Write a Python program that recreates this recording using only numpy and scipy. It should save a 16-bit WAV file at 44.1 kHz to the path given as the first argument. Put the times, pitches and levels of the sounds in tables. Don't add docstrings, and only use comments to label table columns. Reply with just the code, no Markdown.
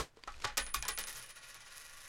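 import sys
import numpy as np
from scipy import signal
from scipy.fft import rfft, irfft
from scipy.io import wavfile

SR = 44100
rng = np.random.default_rng(int(sys.argv[2]) if len(sys.argv) > 2 else 0)


def generate_wav(sig):
    pcm = np.round(np.clip(np.atleast_2d(sig).T, -1, 1) * 32767).astype(np.int16)
    wavfile.write(sys.argv[1], SR, pcm)


def level_to_linear(level):
    exponent = np.asarray(level, float) / 20
    return 10 ** exponent


N = 92080


def level(x, db):
    return x * level_to_linear(db) / np.sqrt(np.mean(x ** 2))


def band(x, hz, width_hz):
    return signal.lfilter(*signal.iirpeak(min(hz, .45 * SR), hz / width_hz, fs=SR), x)


def low(x, hz):
    return signal.lfilter(*signal.butter(2, min(hz, .45 * SR), fs=SR), x)


def colour(points):
    hz, db = np.array(points).T
    f = np.fft.rfftfreq(N, 1 / SR) + 1
    gain = level_to_linear(np.interp(np.log(f), np.log(hz), db))
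    return level(irfft(rfft(rng.standard_normal(N)) * gain, N), 0)


def spikes(times, sizes):
    x = np.zeros(N)
    np.add.at(x, np.clip((np.asarray(times) * SR).astype(int), 0, N - 1), sizes)
    return x


def through(x, response):
    return signal.fftconvolve(x, response)[:N]


def burst(hz, width_hz, t60, grit=0.27):
    u = np.arange(400) / SR
    x = grit * rng.standard_normal(400) * level_to_linear(-60 * u / t60)
    x[0] = -2
    x = low(band(x, hz, width_hz), hz + width_hz)
    return x / np.abs(x).max()


# f/Hz, level/dB, t60/s
ROOM_BANDS = [(250, -12.5, 0.23), (470, -8, 0.17), (1120, -4.5, 0.19), (1710, 0.5, 0.2), (4000, 3.5, 0.13),
              (7100, -25, 0.043), (11000, -24, 0.11), (15500, -15, 0.13)]
# f/Hz, width/Hz, level/dB
DESK_MODES = [(540, 60, -9), (830, 60, -19), (1140, 95, -1), (1440, 80, -3), (1710, 80, -5),
              (1930, 100, -1), (2420, 100, -4), (2950, 110, -6), (6500, 300, -5)]


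def room():
    DESK_DB, DESK_T60_S, RISE_S = -8, 0.25, 0.00033
    t = np.arange(SR // 2) / SR
    out = np.zeros(len(t))
    for hz, db, t60 in ROOM_BANDS:
        noise = band(band(rng.standard_normal(len(t)), hz, 1.01 * hz), hz, 1.12 * hz)
        out += level_to_linear(db - 60 * t / t60) * level(noise, 0)
    desk, noise = np.zeros(len(t)), rng.standard_normal(len(t))
    for hz, width, db in DESK_MODES:
        mode = 2 * np.sin(2 * np.pi * hz * t) * np.exp(-t * width / 2)
        desk += level_to_linear(db) * (level(band(noise, hz, width), 0) + mode)
    out = (out + level_to_linear(DESK_DB - 60 * t / DESK_T60_S) * desk) * (1 - np.exp(-t / RISE_S))
    return out / np.sqrt(np.sum(out ** 2))


# f/Hz, level/dB per Hz
AIR_SPECTRUM = [(15, -7.5), (28, -9), (70, -23.5), (120, -15), (200, -28), (500, -27.5), (1500, -33.5),
                (16000, -54)]


def air():
    return level_to_linear(-66.5) * colour(AIR_SPECTRUM)


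def knock(t):
    LEVEL_DB, TOP_HZ, T60_S = -35, 1600, 0.16
    dull = low(rng.standard_normal(N), TOP_HZ)
    bright = low(rng.standard_normal(N), 6700)
    return level_to_linear(LEVEL_DB - 60 * t / T60_S) * level(dull + 0.55 * bright, 0)


# t/s, level/dB, f/Hz, t60/s
THUMP_SWINGS = [(0, -27.5, 53.5, 0.07), (.002, -44, 139.3, 0.12), (.275, -45, 39.4, 0.23),
                (0.346, -51.5, 62, 0.29), (0.446, -36.5, 103, 0.072), (.49, -49.5, 45.4, 0.31),
                (0.596, -41.5, 45, 0.29), (0.758, -37.5, 47.2, 0.24), (0.766, -59.5, 120.4, 0.6),
                (0.895, -47, 47.8, 0.23), (0.98, -52, 46, 0.2), (1.11, -57.5, 47.7, .2),
                (1.141, -71.5, 122.3, 0.97)]


def thumps(t):
    out = np.zeros(N)
    for s, db, hz, t60 in THUMP_SWINGS:
        u = np.clip(t - s, 0, None)
        rise = 1 - np.exp(-u * hz)
        out -= level_to_linear(db - 60 * u / t60) * rise * 2 * np.sin(2 * np.pi * hz * u)
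    return out


# t/s, level/dB, f/Hz, t60/s
PANEL_MODES = [(0, -38, 446, .11), (0, -37, 1093, 0.07), (0, -33, 1297, 0.042), (0, -57, 1030, 0.069),
               (.171, -53, 462, 0.092), (0.236, -44.5, 1040, 0.031), (.237, -53, 330, 0.033),
               (.2762, -46, 818, 0.13), (0.2754, -41.5, 1140, .12), (0.2775, -43.5, 1284, 0.15),
               (0.277, -48, 1385, 0.16), (.445, -37, 407, .06), (.853, -39, 1000, 0.084),
               (.19, -54.5, 1060, 0.027), (.237, -45.5, 2210, 0.015), (.237, -40, 4620, 0.013),
               (.341, -53, 2530, 0.032), (.445, -37.5, 841, 0.19), (0.443, -35.5, 1152, 0.15),
               (.445, -33, 1477, 0.083), (0.444, -55, 1960, 0.064), (.5756, -53, 580, 0.12),
               (.5756, -36, 1867, 0.11), (0.5754, -45, 1192, 0.099), (0.7437, -30, 1146, 0.071),
               (0.744, -46.5, 1510, 0.13), (.7436, -39, 2430, 0.14), (0.8866, -39, 1080, 0.1),
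               (0.8866, -49, 2040, 0.095)]


def panel_modes(t):
    RISE_S, ROUGH_DB, ROUGH_HZ = 0.00067, 3, 107
    out = np.zeros(N)
    for s, db, hz, t60 in PANEL_MODES:
        u = np.clip(t - s, 0, None)
        rough = ROUGH_DB * level(low(rng.standard_normal(N), ROUGH_HZ), 0)
        out -= level_to_linear(db + rough - 60 * u / t60) * (1 - np.exp(-u / RISE_S)) * np.sin(2 * np.pi * hz * u)
    return out


# t/s, level/dB
RUSTLE_LEVEL = [
    (.13, -82),
    (.17, -69),
    (.22, -68.5),
    (.3, -60.5),
    (.4, -56.5),
    (0.429, -51),
    (.5, -56),
    (.56, -67.5),
    (.75, -85),
]


def rustle(t):
    grain = level_to_linear(2.9 * level(low(rng.standard_normal(N), 79), 0))
    paper = level(grain * band(rng.standard_normal(N), 840, 5000), 0)
    return low(paper * level_to_linear(np.interp(t, *np.array(RUSTLE_LEVEL).T, left=-120, right=-120)), 8000)


# t/s, level/dB, f/Hz, body level/dB
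PAPER_TAPS = [(0.171, -45.5, 457, -4), (.237, -36.5, 2410, -17), (0.2435, -60, 2520, 5),
              (0.276, -31, 1100, -4.5), (0.282, -35.5, 1190, -28), (0.2906, -42.5, 1210, -12),
              (0.322, -46.5, 4900, -11), (0.3426, -48, 2370, -4), (0.422, -37, 4000, -7),
              (0.4394, -37, 825, -2), (0.443, -33, 3840, -12), (0.4451, -22, 1600, -7),
              (0.4489, -23.5, 4000, -4.5), (0.4521, -26, 3600, -8), (0.454, -24, 1150, -11.5),
              (0.4627, -39, 3070, -16), (0.473, -36, 5100, 7), (0.4966, -44, 1160, 9)]


def taps(answer):
    T60_S, ROOM_DB, ROOM_TOP_HZ = 0.0092, 13, 4230
    out = np.zeros(N)
    for s, db, hz, body_db in PAPER_TAPS:
        kick = spikes([s], [level_to_linear(db)])
        snap = burst(hz, 0.79 * hz, T60_S, grit=0.33) + 0.59 * burst(3640, 4100, 0.017, grit=0.36)
        body = low(answer, ROOM_TOP_HZ) + band(answer, hz, hz / 2)
        out += through(kick, snap) + level_to_linear(ROOM_DB + body_db) * through(kick, body)
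    return out


# t/s, level/dB
ARM_SWAY = [
    (.26, -82),
    (.29, -48.5),
    (.55, -49),
    (.72, -44.5),
    (.86, -49.5),
    (1.05, -48.5),
    (1.22, -57.5),
    (1.5, -64),
    (2.09, -57.5),
]


def sway(t):
    SWAY_HZ, PEAK_S = 13.1, 1
    gain = level_to_linear(np.interp(t, *np.array(ARM_SWAY).T, left=-120))
    return gain * np.cos(2 * np.pi * SWAY_HZ * (t - PEAK_S))


def ticks(times, sizes, bright):
    ECHO_S, ECHO_DB, SPIKE = .0071, -3.5, 0.34
    out, lag = np.zeros(N + 800), int(ECHO_S * SR)
    for s, size, share in zip(times, sizes, np.clip(bright, 0, 1)):
        i = int(s * SR)
        sharp = share * (burst(11400, 4800, 0.0074, grit=1.0) + 0.34 * burst(9600, 5300, 0.0024))
        contact = SPIKE * low(burst(7600, 9500, .001, grit=0.045), 8000 + 14000 * share)
        dull = (1 - share) * (burst(6230, 2200, 0.013) + .5 * burst(2500, 3100, 0.015))
        out[i:i + 400] += size * (sharp + contact + dull)
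        out[i + lag:i + lag + 400] += size * level_to_linear(ECHO_DB) * sharp
    return out[:N]


# t/s, level/dB, brightness/0-1, body level/dB
COIN_BOUNCES = [(0.5716, -18.5, 0.22, 3), (.5756, -18.5, 0.66, 2), (0.5788, -18, 0.08, -1.5),
                (0.5858, -36, 0.2, -6.5), (0.665, -34, 0, 5.5), (0.693, -45.5, 0.1, 8.5),
                (0.7408, -26, 0.63, 2.5), (0.7436, -29.5, 0.58, 8), (0.7444, -17, 0.48, -7.5),
                (0.7594, -34, 0.9, -4), (0.8246, -34, 0.35, 4), (0.8258, -22.5, 0, -2),
                (0.827, -38, 0.2, 8), (0.8525, -30.5, 0.01, 5.5), (.8816, -20, 0.26, -12.5),
                (.884, -23.5, 1, -0.5), (0.8865, -21.5, 0.12, 2.5), (.976, -25, 0.01, 3.5),
                (0.987, -21.5, 0.62, -2.5), (1.004, -35, 1, 1)]
# t/s, level/dB, brightness/0-1
COIN_RATTLES = [(1.039, -28, 0), (1.0712, -29.5, 0.3), (1.0735, -34, 0.9), (1.0842, -30, 0),
                (1.0948, -36.5, 1), (1.1079, -33.5, 0.46), (1.1268, -33.5, 0.68), (1.1378, -57, .2),
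                (1.1402, -53, 0.8), (1.1514, -44, .2), (1.1572, -34, 0), (1.162, -35, 0.07),
                (1.1686, -37.5, 0.85), (1.1739, -39, 0.7), (1.1816, -40, 0.8), (1.195, -43, 0.3),
                (1.2068, -54, 0), (1.2171, -38.5, 0.13), (1.2259, -35.5, 0.6), (1.2351, -43, 0.7),
                (1.263, -40, 0.5), (1.286, -63, 0.7), (1.2916, -48, 0.9), (1.304, -42, 0.7),
                (1.36, -44, 0.6), (1.3644, -58, 0.2), (1.4203, -61, .2), (1.4592, -49, 0.2),
                (1.4737, -53, .3), (1.4916, -50, 0.7), (1.5445, -35.5, 0.37), (1.6064, -44, 0.2),
                (1.6987, -56, 0.2), (1.7655, -46, 0.4), (1.7705, -44, .6), (1.9716, -59, 0.4),
                (2.007, -58, 0.4), (2.0394, -56, 0.7)]


def coin(answer):
    ROOM_DB, TREBLE_GAIN, SPLIT_HZ = -1, 2.53, 4900
    b_s, b_db, b_bright, body_db = np.array(COIN_BOUNCES).T
    r_s, r_db, r_bright = np.array(COIN_RATTLES).T
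    times = np.r_[b_s, r_s]
    sizes = level_to_linear(np.r_[b_db + body_db + 11, r_db + 9])
    bright = np.clip(np.r_[b_bright, r_bright], 0, 1)
    body = low(answer, SPLIT_HZ)
    tail = through(spikes(times, sizes), body)
    tail += TREBLE_GAIN * through(spikes(times, sizes * bright), answer - body)
    return ticks(b_s, level_to_linear(b_db), b_bright) + ticks(r_s, level_to_linear(r_db), r_bright) + level_to_linear(ROOM_DB) * tail


# t/s, low tone level/dB, high tone level/dB, sag/Hz per s, tumbling/turns per s
COIN_FLIGHTS = [
    (0.577, -43.5, -48.5, 150, 26),
    (0.741, -52, -52.5, 60, 24),
    (0.825, -55, -50, 100, 30),
    (0.881, -45.5, -43, 171, 9.8),
    (0.977, -46.5, -46, 450, 6.8),
    (1.069, -50.5, -57, 244, 12),
    (1.2, -53, -61, 302, 14.7),
]


def ring(t):
    TONES_HZ, T60_S, RISE_S, STOP_S, TUMBLE_DEPTH = (9772, 9835), 0.91, 0.014, 0.0018, 0.4
    drift = np.cumsum(level(low(rng.standard_normal(N), 25), 0)) * 6 / SR
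    out = np.zeros(N)
    ends = [flight[0] for flight in COIN_FLIGHTS[1:]] + [t[-1] + 1]
    for (s, low_db, high_db, sag, tumble), end in zip(COIN_FLIGHTS, ends):
        u = np.clip(t - s, 0, None)
        shape = (1 - np.exp(-u / RISE_S)) * level_to_linear(-60 * u / T60_S)
        shape = shape * np.exp(-np.clip(t - end, 0, None) / STOP_S)
        for hz, db, phase, side in zip(TONES_HZ, (low_db, high_db), rng.random(2), (-1, 1)):
            throb = 1 + side * TUMBLE_DEPTH * np.cos(2 * np.pi * tumble * u)
            cycles = hz * u - sag * u ** 2 / 2 + phase + drift
            out += shape * throb * level_to_linear(db) * np.sin(2 * np.pi * cycles)
    return out


# t/s, wobble rate/Hz, level/dB, swell depth/dB, tick level/dB
RIM_WOBBLE = [
    (1.028, 10.4, -59.5, 18, -9),
    (1.2, 15.7, -56.5, -1.5, -1.5),
    (1.299, 13.2, -62, 9.5, -69),
    (1.473, 16.5, -57, 3, -4),
    (1.62, 17.7, -59, 4, -23.5),
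    (1.78, 21.96, -56, 2, -3.5),
    (1.9, 24.5, -58.5, 3, -7),
    (2.09, 29.4, -57, 2.5, -6),
]
# f/Hz, level/dB per Hz
ROLL_SPECTRUM = [(250, -58), (530, -10), (680, -14.5), (1120, -9), (1940, -7.5), (6500, -9), (9200, -22),
                 (16000, -31)]


def wobble(t, answer):
    PEAK_S, FADE_IN_S, TICKS_PER_S = 1.5, 0.06, 155
    RING_DB, RING_HZ, RING_WIDTH_HZ = 10, (9770, 9880), 84
    knots = np.array(RIM_WOBBLE).T
    start = knots[0, 0]
    rate, db, depth, tick_db = (np.interp(t, knots[0], column) for column in knots[1:])
    turn = np.cumsum(rate) / SR
    swell = np.cos(2 * np.pi * (turn - np.interp(PEAK_S, t, turn)))
    gain = level_to_linear(db + depth * swell) * np.clip((t - start) / FADE_IN_S, 0, 1)

    noise = colour(ROLL_SPECTRUM)
    desk = sum(level_to_linear(d) * level(band(noise, hz, 0.82 * width), 0) for hz, width, d in DESK_MODES)
    hiss = level(noise + level_to_linear(-14.5) * desk, 0) * gain
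    hiss = through(hiss, np.r_[1, .4 * answer[:4000]])

    spacing, spread = rng.standard_normal((2, 400))
    times = start + np.cumsum(1 + 0.081 * spacing) / TICKS_PER_S
    at = np.clip((times * SR).astype(int), 0, N - 1)
    sizes = (times < t[-1]) * gain[at] * level_to_linear(tick_db[at] + 17 + 3 * spread)
    grit = spikes(times, -sizes)
    click = burst(7000, 2800, 0.0015, grit=0.069) + burst(10140, 1250, 0.0034, grit=0.046)

    sing = sum(band(3 * grit + gain * rng.standard_normal(N), hz, RING_WIDTH_HZ) for hz in RING_HZ)
    scrape = gain * level_to_linear(tick_db + 4) * band(rng.standard_normal(N), 11700, 1200)
    return hiss + through(grit, click) + level_to_linear(RING_DB) * sing + scrape


def scene():
    t, answer = np.arange(N) / SR, room()
    hands = knock(t) + rustle(t) + taps(answer)
    desk = thumps(t) + panel_modes(t) + sway(t)
    money = coin(answer) + ring(t) + wobble(t, answer)
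    return (air() + hands + desk + money)[None]


def low_pass(x):
    return signal.sosfilt(signal.butter(12, 16800, fs=SR, output="sos"), x)


def record(dry):
    mix = signal.sosfilt(signal.ellip(6, .5, 28, 15900, fs=SR, output="sos"), dry)
    return low_pass(mix)


dry = scene()
out = record(dry)
generate_wav(out)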